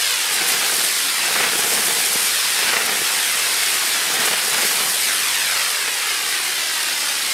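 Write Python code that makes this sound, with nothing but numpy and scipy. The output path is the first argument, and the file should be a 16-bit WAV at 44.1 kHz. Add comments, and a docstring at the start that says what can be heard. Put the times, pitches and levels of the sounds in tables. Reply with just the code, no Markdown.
"""Spinner fireworks in a night field

Open ground, a stereo microphone facing nine small spinners that light one after another, two of them
already burning. Each gas jet roars low down, then whirls upward at up to about a hundred turns a
second, hissing, sputtering and spraying sparks. Its echo off the ground lags more as it climbs,
so the hiss sweeps downward like a flanger. A faint rumble lies far behind."""
import sys
import numpy as np
from scipy import signal
from scipy.fft import rfft, irfft
from scipy.io import wavfile
from scipy.ndimage import uniform_filter1d, map_coordinates

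SR = 44100
rng = np.random.default_rng(int(sys.argv[2]) if len(sys.argv) > 2 else 0)


def transcribe(signal):
    """Save signal, clipped to [-1, 1], as a 16-bit WAV file at the path in sys.argv[1]."""
    frames = np.atleast_2d(signal).T
    limited = np.clip(frames, -1, 1)
    pcm = np.round(limited * 32767).astype(np.int16)
    wavfile.write(sys.argv[1], SR, pcm)


N = 323253
TIME = np.arange(N) / SR
BINS = np.fft.rfftfreq(N, 1 / SR)

# The spinners. Each row: ignition in seconds, burn time in seconds, jet against the others in dB,
# top spin in Hz, roar in dB, roar length in seconds, spark flare and spark trail against the hiss in dB.
SPINNERS = [(-0.88, 3.47, 3.5, 97, -37, 0.5, -5, -4.5), (-1.18, 3.3, 1, 66, -37, 0.5, -2, -6.5),
            (0.25, 4.13, 0.5, 84, -34, 0.55, 1, -6.5), (1.15, 3.67, 2, 80, -31.5, 0.43, 2, -6.5),
            (1.5, 2.7, 3, 96, -32, 0.43, 0.5, -7.5), (1.7, 3.7, 0.5, 114, -37, 0.4, -1, -8),
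            (2.5, 3.12, 3, 106, -32.5, 0.43, -0.5, -6), (4, 3.7, 1, 86, -30.5, 0.28, 1.3, -5.5),
            (4.38, 3.8, 5, 99, -33, 0.44, 0.5, -4)]
# Overall loudness of the hiss and sparks, dipping briefly around loud sputters.
# Each row: time in seconds, level in dB.
HISS_LEVEL = [(0.0, -22.5), (0.3, -24), (1.34, -24), (1.38, -24.5), (1.48, -26), (1.61, -23.5),
              (1.63, -25.5), (2.68, -23.5), (2.81, -26), (3.66, -23.5), (4.31, -25), (4.37, -26),
              (4.43, -25.5), (5.37, -23.5), (5.9, -26), (7.3, -25)]


def flights():
    """For each spinner: its share of the jet sound, its angle of turn and its echo lag in samples."""
    # The climbs, as lag of the ground echo. Each row: wait on the ground in seconds, run-up in seconds,
    # lag gained by the leap in ms, later drift in ms per second.
    climbs = [(.19, .4, 2.66, .75), (.2, .47, 2.57, .295), (.31, .45, 2.51, -.07), (.35, .2, 1.2, .71),
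              (.27, .48, 4.3, .36), (.19, .41, 1.89, .4), (.24, .39, 3.19, .315), (.26, .52, 3.24, -.24),
              (.3, .36, 1.17, .98)]
    # A spinner's life. Each row: age in seconds, relative jet level in dB, spin as a share of its top.
    life = [(0, -7, .3), (.35, -5.5, .7), (.6, -2, .92), (.88, 1.5, 1), (1.25, -2.5, .94), (1.65, -4, .85),
            (2.25, -2.5, .77), (3.7, -6, .7)]
    shares, angles, lags = [], [], []
    for (lit, burn_s, jet_db, top_hz, *_), climb in zip(SPINNERS, climbs):
        age = TIME - lit
        shares.append(alight(lit, burn_s) * gain_of(jet_db + curve(life, age, column=1)))
        turns = np.cumsum(top_hz * curve(life, age, column=2)) / SR
        angles.append(2 * np.pi * (turns + rng.random()))
        lags.append(echo_lag(age, *climb) * SR)
    together = np.sqrt(np.sum(np.square(shares), 0) + 1e-6)
    return shares / together, angles, lags


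def alight(lit, burn_s, catch_s=0.027, die_s=0.31):
    """1 while a spinner burns: it catches at once and gutters out slowly."""
    return np.clip((TIME - lit) / catch_s, 0, 1) * np.clip((lit + burn_s - TIME) / die_s, 0, 1)


def echo_lag(age, wait_s, run_up_s, leap_ms, drift_ms_per_s):
    """A spinner waits, leaps along an S-curve, then drifts; its echo lag in seconds grows with height."""
    flown = np.maximum(age - wait_s, 0)
    leap = 1 - (1 + flown / run_up_s) * np.exp(-flown / run_up_s)
    return leap * (leap_ms + drift_ms_per_s * flown) / 1000


def jets(flight, throb, grainy, ground_echo=0.5, shimmer_samples=0.4):
    """Each nozzle throbs once and twice a turn, reaching the microphone directly and off the ground."""
    total = np.zeros(N)
    shimmer = shimmer_samples * wander(9.7)  # moving air bends the echo's path a little
    for share, angle, lag in zip(*flight):
        gas = rng.standard_normal(N) + grainy * crackle(per_s=1800, spread_db=3)
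        jet = share * gas * (1 + throb * (np.cos(angle) + 0.79 * np.cos(2 * angle)))
        on = np.flatnonzero(share)
        echo = map_coordinates(jet, [on - lag[on] - shimmer[on]], order=3)
        # on the ground the two paths add in phase; that extra power is divided out
        in_phase = 1 + 2 * ground_echo / (1 + ground_echo ** 2) * np.exp(-lag[on] / 3)
        total[on] += (jet[on] + ground_echo * echo) / np.sqrt(in_phase)
    return unit_rms(total)


def hiss(flight, flutter, level_db=0.48, throat_db=-1.1, waver_db=0.41, lift_off_db=0.54, split_hz=2800):
    """Gas rushes from all the nozzles; its throaty lower half flutters during the roar of lift-off."""
    # The rushing gas. Each row: frequency in Hz, relative level in dB.
    spectrum = [(60, -41), (250, -17), (500, -12), (800, -10), (1150, -6), (1600, -2), (2050, -1),
                (2400, -1.5), (3600, -1.5), (5100, -2), (5900, -6.5), (6700, -7.5), (9000, -7.5),
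                (15500, -27.5)]
    # The course of the throaty half. Each row: time in seconds, level in dB.
    throat_levels = [(0.0, -26), (0.65, -25), (0.75, -28), (0.81, -25.5), (0.91, -28), (1.46, -22.5),
                     (1.48, -26), (2.27, -26.5), (2.82, -23.5), (2.86, -25.5), (4.39, -24.5), (4.47, -27),
                     (4.53, -25), (5.0, -27), (5.1, -25), (5.63, -24.5), (5.71, -26), (7.3, -27.5)]
    rush = rfft(coloured(jets(flight, throb=0.13, grainy=0.27), spectrum))
    low_pass = 1 / (1 + (BINS / split_hz) ** 6)
    flutter_db = lift_off_db * unit_rms(lift_off()) * flutter
    throat_gain = gain_of(throat_db + curve(throat_levels, TIME) + flutter_db)
    throat = unit_rms(irfft(rush * low_pass, N)) * throat_gain
    bright = unit_rms(irfft(rush * (1 - low_pass), N)) * gain_of(curve(HISS_LEVEL, TIME))
    return (throat + bright) * gain_of(level_db + waver_db * wander(12.0))


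def sparks(flight, level_db=-0.97, flutter_db=0.76):
    """Burning metal grains add a bright, gritty spray, the more uneven the thicker it is."""
    # The fizz of the grains. Each row: frequency in Hz, relative level in dB.
    spectrum = [(2000, -85), (5000, -7), (7000, -8), (8200, -4), (9600, -2.5), (10400, -5.5), (12000, -7),
                (13500, -10), (15000, -16.5), (16000, -36)]
    # Spurts of sparks. Each row: peak time in seconds, level in dB, length in seconds.
    spurts = [(0.339, -22, 0.039), (0.489, -19, 0.027), (0.523, -21, 0.011), (1.697, -24, 0.025),
              (1.748, -26, 0.02), (1.86, -23, 0.025), (2.133, -20, 0.014), (2.82, -29, 0.02),
              (2.864, -22, 0.012), (4.146, -22.5, 0.024), (4.205, -25, 0.014), (4.261, -19.5, 0.02),
              (4.671, -22, 0.025), (4.71, -22, 0.014), (5.7, -28, 0.04), (6.3, -29, 0.06)]
    spray = unit_rms(coloured(jets(flight, throb=0.24, grainy=0.45), spectrum))
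    thickness = spark_shower()
    shower = thickness * gain_of(level_db + flutter_db * unit_rms(thickness) * wander(40))
    return spray * np.hypot(shower, puffs(spurts, column=1))


def spark_shower(build_up=1.24, flare_at_s=0.57, fall_s=0.3):
    """Thickness of the spray: each spinner flares as it gathers speed, then thins to a steady trail."""
    power = np.zeros(N) + 1e-12
    for lit, burn_s, *_, flare_db, trail_db in SPINNERS:
        age = TIME - lit
        grown = np.clip(age / flare_at_s, 0, 1) ** build_up
        flare = gain_of(flare_db) * np.exp(-np.maximum(age - flare_at_s, 0) / fall_s)
        power += (alight(lit, burn_s) * grown * np.hypot(flare, gain_of(trail_db))) ** 2
    return np.sqrt(power) * gain_of(curve(HISS_LEVEL, TIME))


def turbulence(x, patchy_db=1.0):
    """Hot, swirling air lets single pitches swell and fade for a moment."""
    spectra = signal.stft(x, nperseg=1024, noverlap=768)[2]
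    patches = uniform_filter1d(rng.standard_normal(spectra.shape), size=6, axis=0)  # across pitch
    patches = uniform_filter1d(patches, size=12, axis=1)  # across time
    gain = unit_rms(gain_of(patchy_db * unit_rms(patches)))
    return signal.istft(spectra * gain, nperseg=1024, noverlap=768)[1][:N]


def roar(flutter, level_db=3.0, flutter_db=2.0):
    """Uneven burning, strongest as a spinner lights and lifts off."""
    # The low roar of the flame. Each row: frequency in Hz, relative level in dB.
    spectrum = [(25, -58), (65, -49), (110, -20), (150, -4.5), (225, -1), (285, -8), (400, 2), (480, 3.5),
                (600, -6), (760, 4), (1100, -6.5), (2000, -3), (3500, -7.5), (8000, -14.5)]
    gas = rng.standard_normal(N) + 0.91 * crackle(per_s=400, spread_db=1.0)
    return unit_rms(coloured(gas, spectrum)) * lift_off() * gain_of(level_db + flutter_db * flutter)


def lift_off(rise_s=0.18, fall_s=0.16, aloft_db=-49.5):
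    """Strength of the roar: each spinner swells, holds near the ground and fades to a murmur aloft."""
    power = np.zeros(N) + 1e-12
    for lit, burn_s, _, _, roar_db, roar_s, *_ in SPINNERS:
        age = TIME - lit
        swell = np.clip(age / rise_s, 0, 1) * np.exp(-np.maximum(age - roar_s, 0) / fall_s)
        power += (alight(lit, burn_s) * np.hypot(gain_of(roar_db) * swell, gain_of(aloft_db))) ** 2
    return np.sqrt(power)


def sputters(knock_db=-3.5, spit_db=-1):
    """A nozzle clogs and clears: a dull knock and a rough spit."""
    # The clogs. Each row: peak time in seconds, relative knock and spit levels in dB, length in seconds.
    clogs = [(0.421, -27, -32, 0.0097), (0.81, -45, -25, 0.018), (1.359, -29, -18, 0.013),
             (1.405, -25.5, -19, 0.016), (1.44, -39, -24, 0.014), (1.463, -37, -26, 0.01),
             (1.493, -43, -22, 0.0106), (1.536, -34, -20, 0.005), (1.558, -24, -21, 0.0061),
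             (1.626, -35, -22, 0.006), (1.734, -25, -37, 0.011), (1.748, -25, -34, 0.008),
             (1.78, -38, -19, 0.0057), (2.157, -23.5, -32, 0.0076), (2.688, -31, -20, 0.014),
             (2.737, -27, -19, 0.008), (2.769, -23, -18, 0.0066), (2.82, -36, -25, 0.018),
             (3.018, -23.5, -33, 0.0092), (4.228, -35, -22, 0.025), (4.337, -34, -20.5, 0.0078),
             (4.545, -44, -20.8, 0.024), (4.586, -32, -22.5, 0.029), (4.807, -48, -23, 0.017),
             (5.564, -37, -23, 0.014), (5.883, -34, -23, 0.013), (6.914, -47, -25, 0.0098)]
    # The tone of the knock and of the spit. Each row: frequency in Hz, relative level in dB.
    knock_spectrum = [(40, -46), (85, -27), (150, -2.5), (280, -3), (420, 4.5), (700, 0.5), (1500, -16),
                      (5000, -38)]
    spit_spectrum = [(200, -37), (600, -3), (1100, 9), (2000, 11), (3000, 7), (5000, 0), (9000, -20),
                     (15000, -35)]
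    knocks = bursts(clogs, knock_spectrum, snap=0.59, column=1)
    spits = bursts(clogs, spit_spectrum, snap=0.29, column=2)
    return gain_of(knock_db) * knocks + gain_of(spit_db) * spits


def bursts(rows, spectrum, snap, column):
    """Each burst is one sharp pressure pulse inside a short puff of crackling gas."""
    pulses = np.zeros(N)
    for row in rows:
        pulse_s = row[0] - row[-1] / 4  # just ahead of the puff's peak
        pulses[int(pulse_s * SR)] += gain_of(row[column]) * np.sqrt(.008 * SR)
    gas = coloured(crackle(per_s=2700, spread_db=2.0), spectrum)
    return puffs(rows, column) * unit_rms(gas) + snap * coloured(pulses, spectrum) / gas.std()


def hum(flight, level_db=-53, steepness=7, full_hz=100, waver_db=0.0):
    """The spinning body hums at its rate of turn, growing steeply louder up to full_hz."""
    total = np.zeros(N)
    for share, angle in zip(*flight[:2]):
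        spin_hz = np.gradient(angle) * SR / (2 * np.pi)
        total += share * np.sin(angle) * np.minimum(spin_hz / full_hz, 1) ** steepness
    return total * gain_of(level_db + waver_db * wander(10))


def field_scatter(mid):
    """The side signal: the field scatters each pitch along a path of its own length."""
    # Stereo width. Each row: frequency in Hz, side against mid in dB.
    width = [(60, -37), (180, -38), (350, -32), (700, -26), (1400, -26), (2800, -22), (5000, -23),
             (8000, -29), (11000, -18), (15000, -13)]
    late_s = np.interp(BINS, np.linspace(0, SR / 2, 400), rng.uniform(.003, .025, 400))
    delay = np.exp(-2j * np.pi * np.cumsum(late_s) * SR / N)
    return coloured(irfft(rfft(mid) * delay, N), width)


def night(level_db=-64):
    """A faint, far rumble under everything."""
    # The distant rumble. Each row: frequency in Hz, relative level in dB.
    spectrum = [(25, -26), (65, -20), (100, -9.5), (135, 3), (250, -24), (1000, -37)]
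    return gain_of(level_db) * unit_rms(coloured(rng.standard_normal(N), spectrum))


def gain_of(db):
    """Decibels to a factor."""
    return 10 ** (np.asarray(db) / 20)


def unit_rms(x):
    """Scales to rms 1."""
    return x / np.sqrt(np.mean(x ** 2) + 1e-20)


def curve(rows, at, column=1):
    """One column of a table, joined by straight lines."""
    rows = np.asarray(rows, float)
    return np.interp(at, rows[:, 0], rows[:, column])


def coloured(x, spectrum):
    """Filters by a (Hz, dB) spectrum on a log-frequency axis."""
    hz, db = np.transpose(spectrum)
    return irfft(rfft(x) * gain_of(np.interp(np.log(BINS + 1), np.log(hz), db)), N)


def wander(rate_hz):
    """A slow random drift of rms 1, fading out above the rate."""
    return unit_rms(irfft(rfft(rng.standard_normal(N)) / (1 + (BINS / rate_hz) ** 2), N))


def crackle(per_s, spread_db):
    """Random clicks, most small and a few large."""
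    size = gain_of(spread_db * np.minimum(rng.exponential(1, N), 5))
    return unit_rms(size * rng.choice([-1, 1], N) * (rng.random(N) < per_s / SR))


def puffs(rows, column):
    """A bell-shaped swell for each row, as high as the dB in the chosen column."""
    total = np.zeros(N)
    for row in rows:
        peak_s, length_s = row[0], row[-1]
        near = slice(max(int((peak_s - 2 * length_s) * SR), 0), int((peak_s + 2 * length_s) * SR))
        total[near] += gain_of(row[column]) * np.exp(-2 * ((TIME[near] - peak_s) / length_s) ** 2)
    return total


def scene():
    """The spinners are straight ahead of the microphone; faint scatter gives a little width."""
    flight, flutter = flights(), wander(55)
    aloft = turbulence(hiss(flight, flutter) + sparks(flight)) + hum(flight)
    mid = aloft + roar(flutter) + sputters() + night()
    side = field_scatter(mid)
    return np.array([mid + side, mid - side])


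def record(dry):
    """The recorder's band limit cuts the highest treble."""
    edge_hz = 15750
    low_pass = signal.firwin(511, edge_hz, window=("kaiser", 9), fs=SR)
    return signal.oaconvolve(dry, low_pass[None], "same")


dry = scene()
out = record(dry)
transcribe(out)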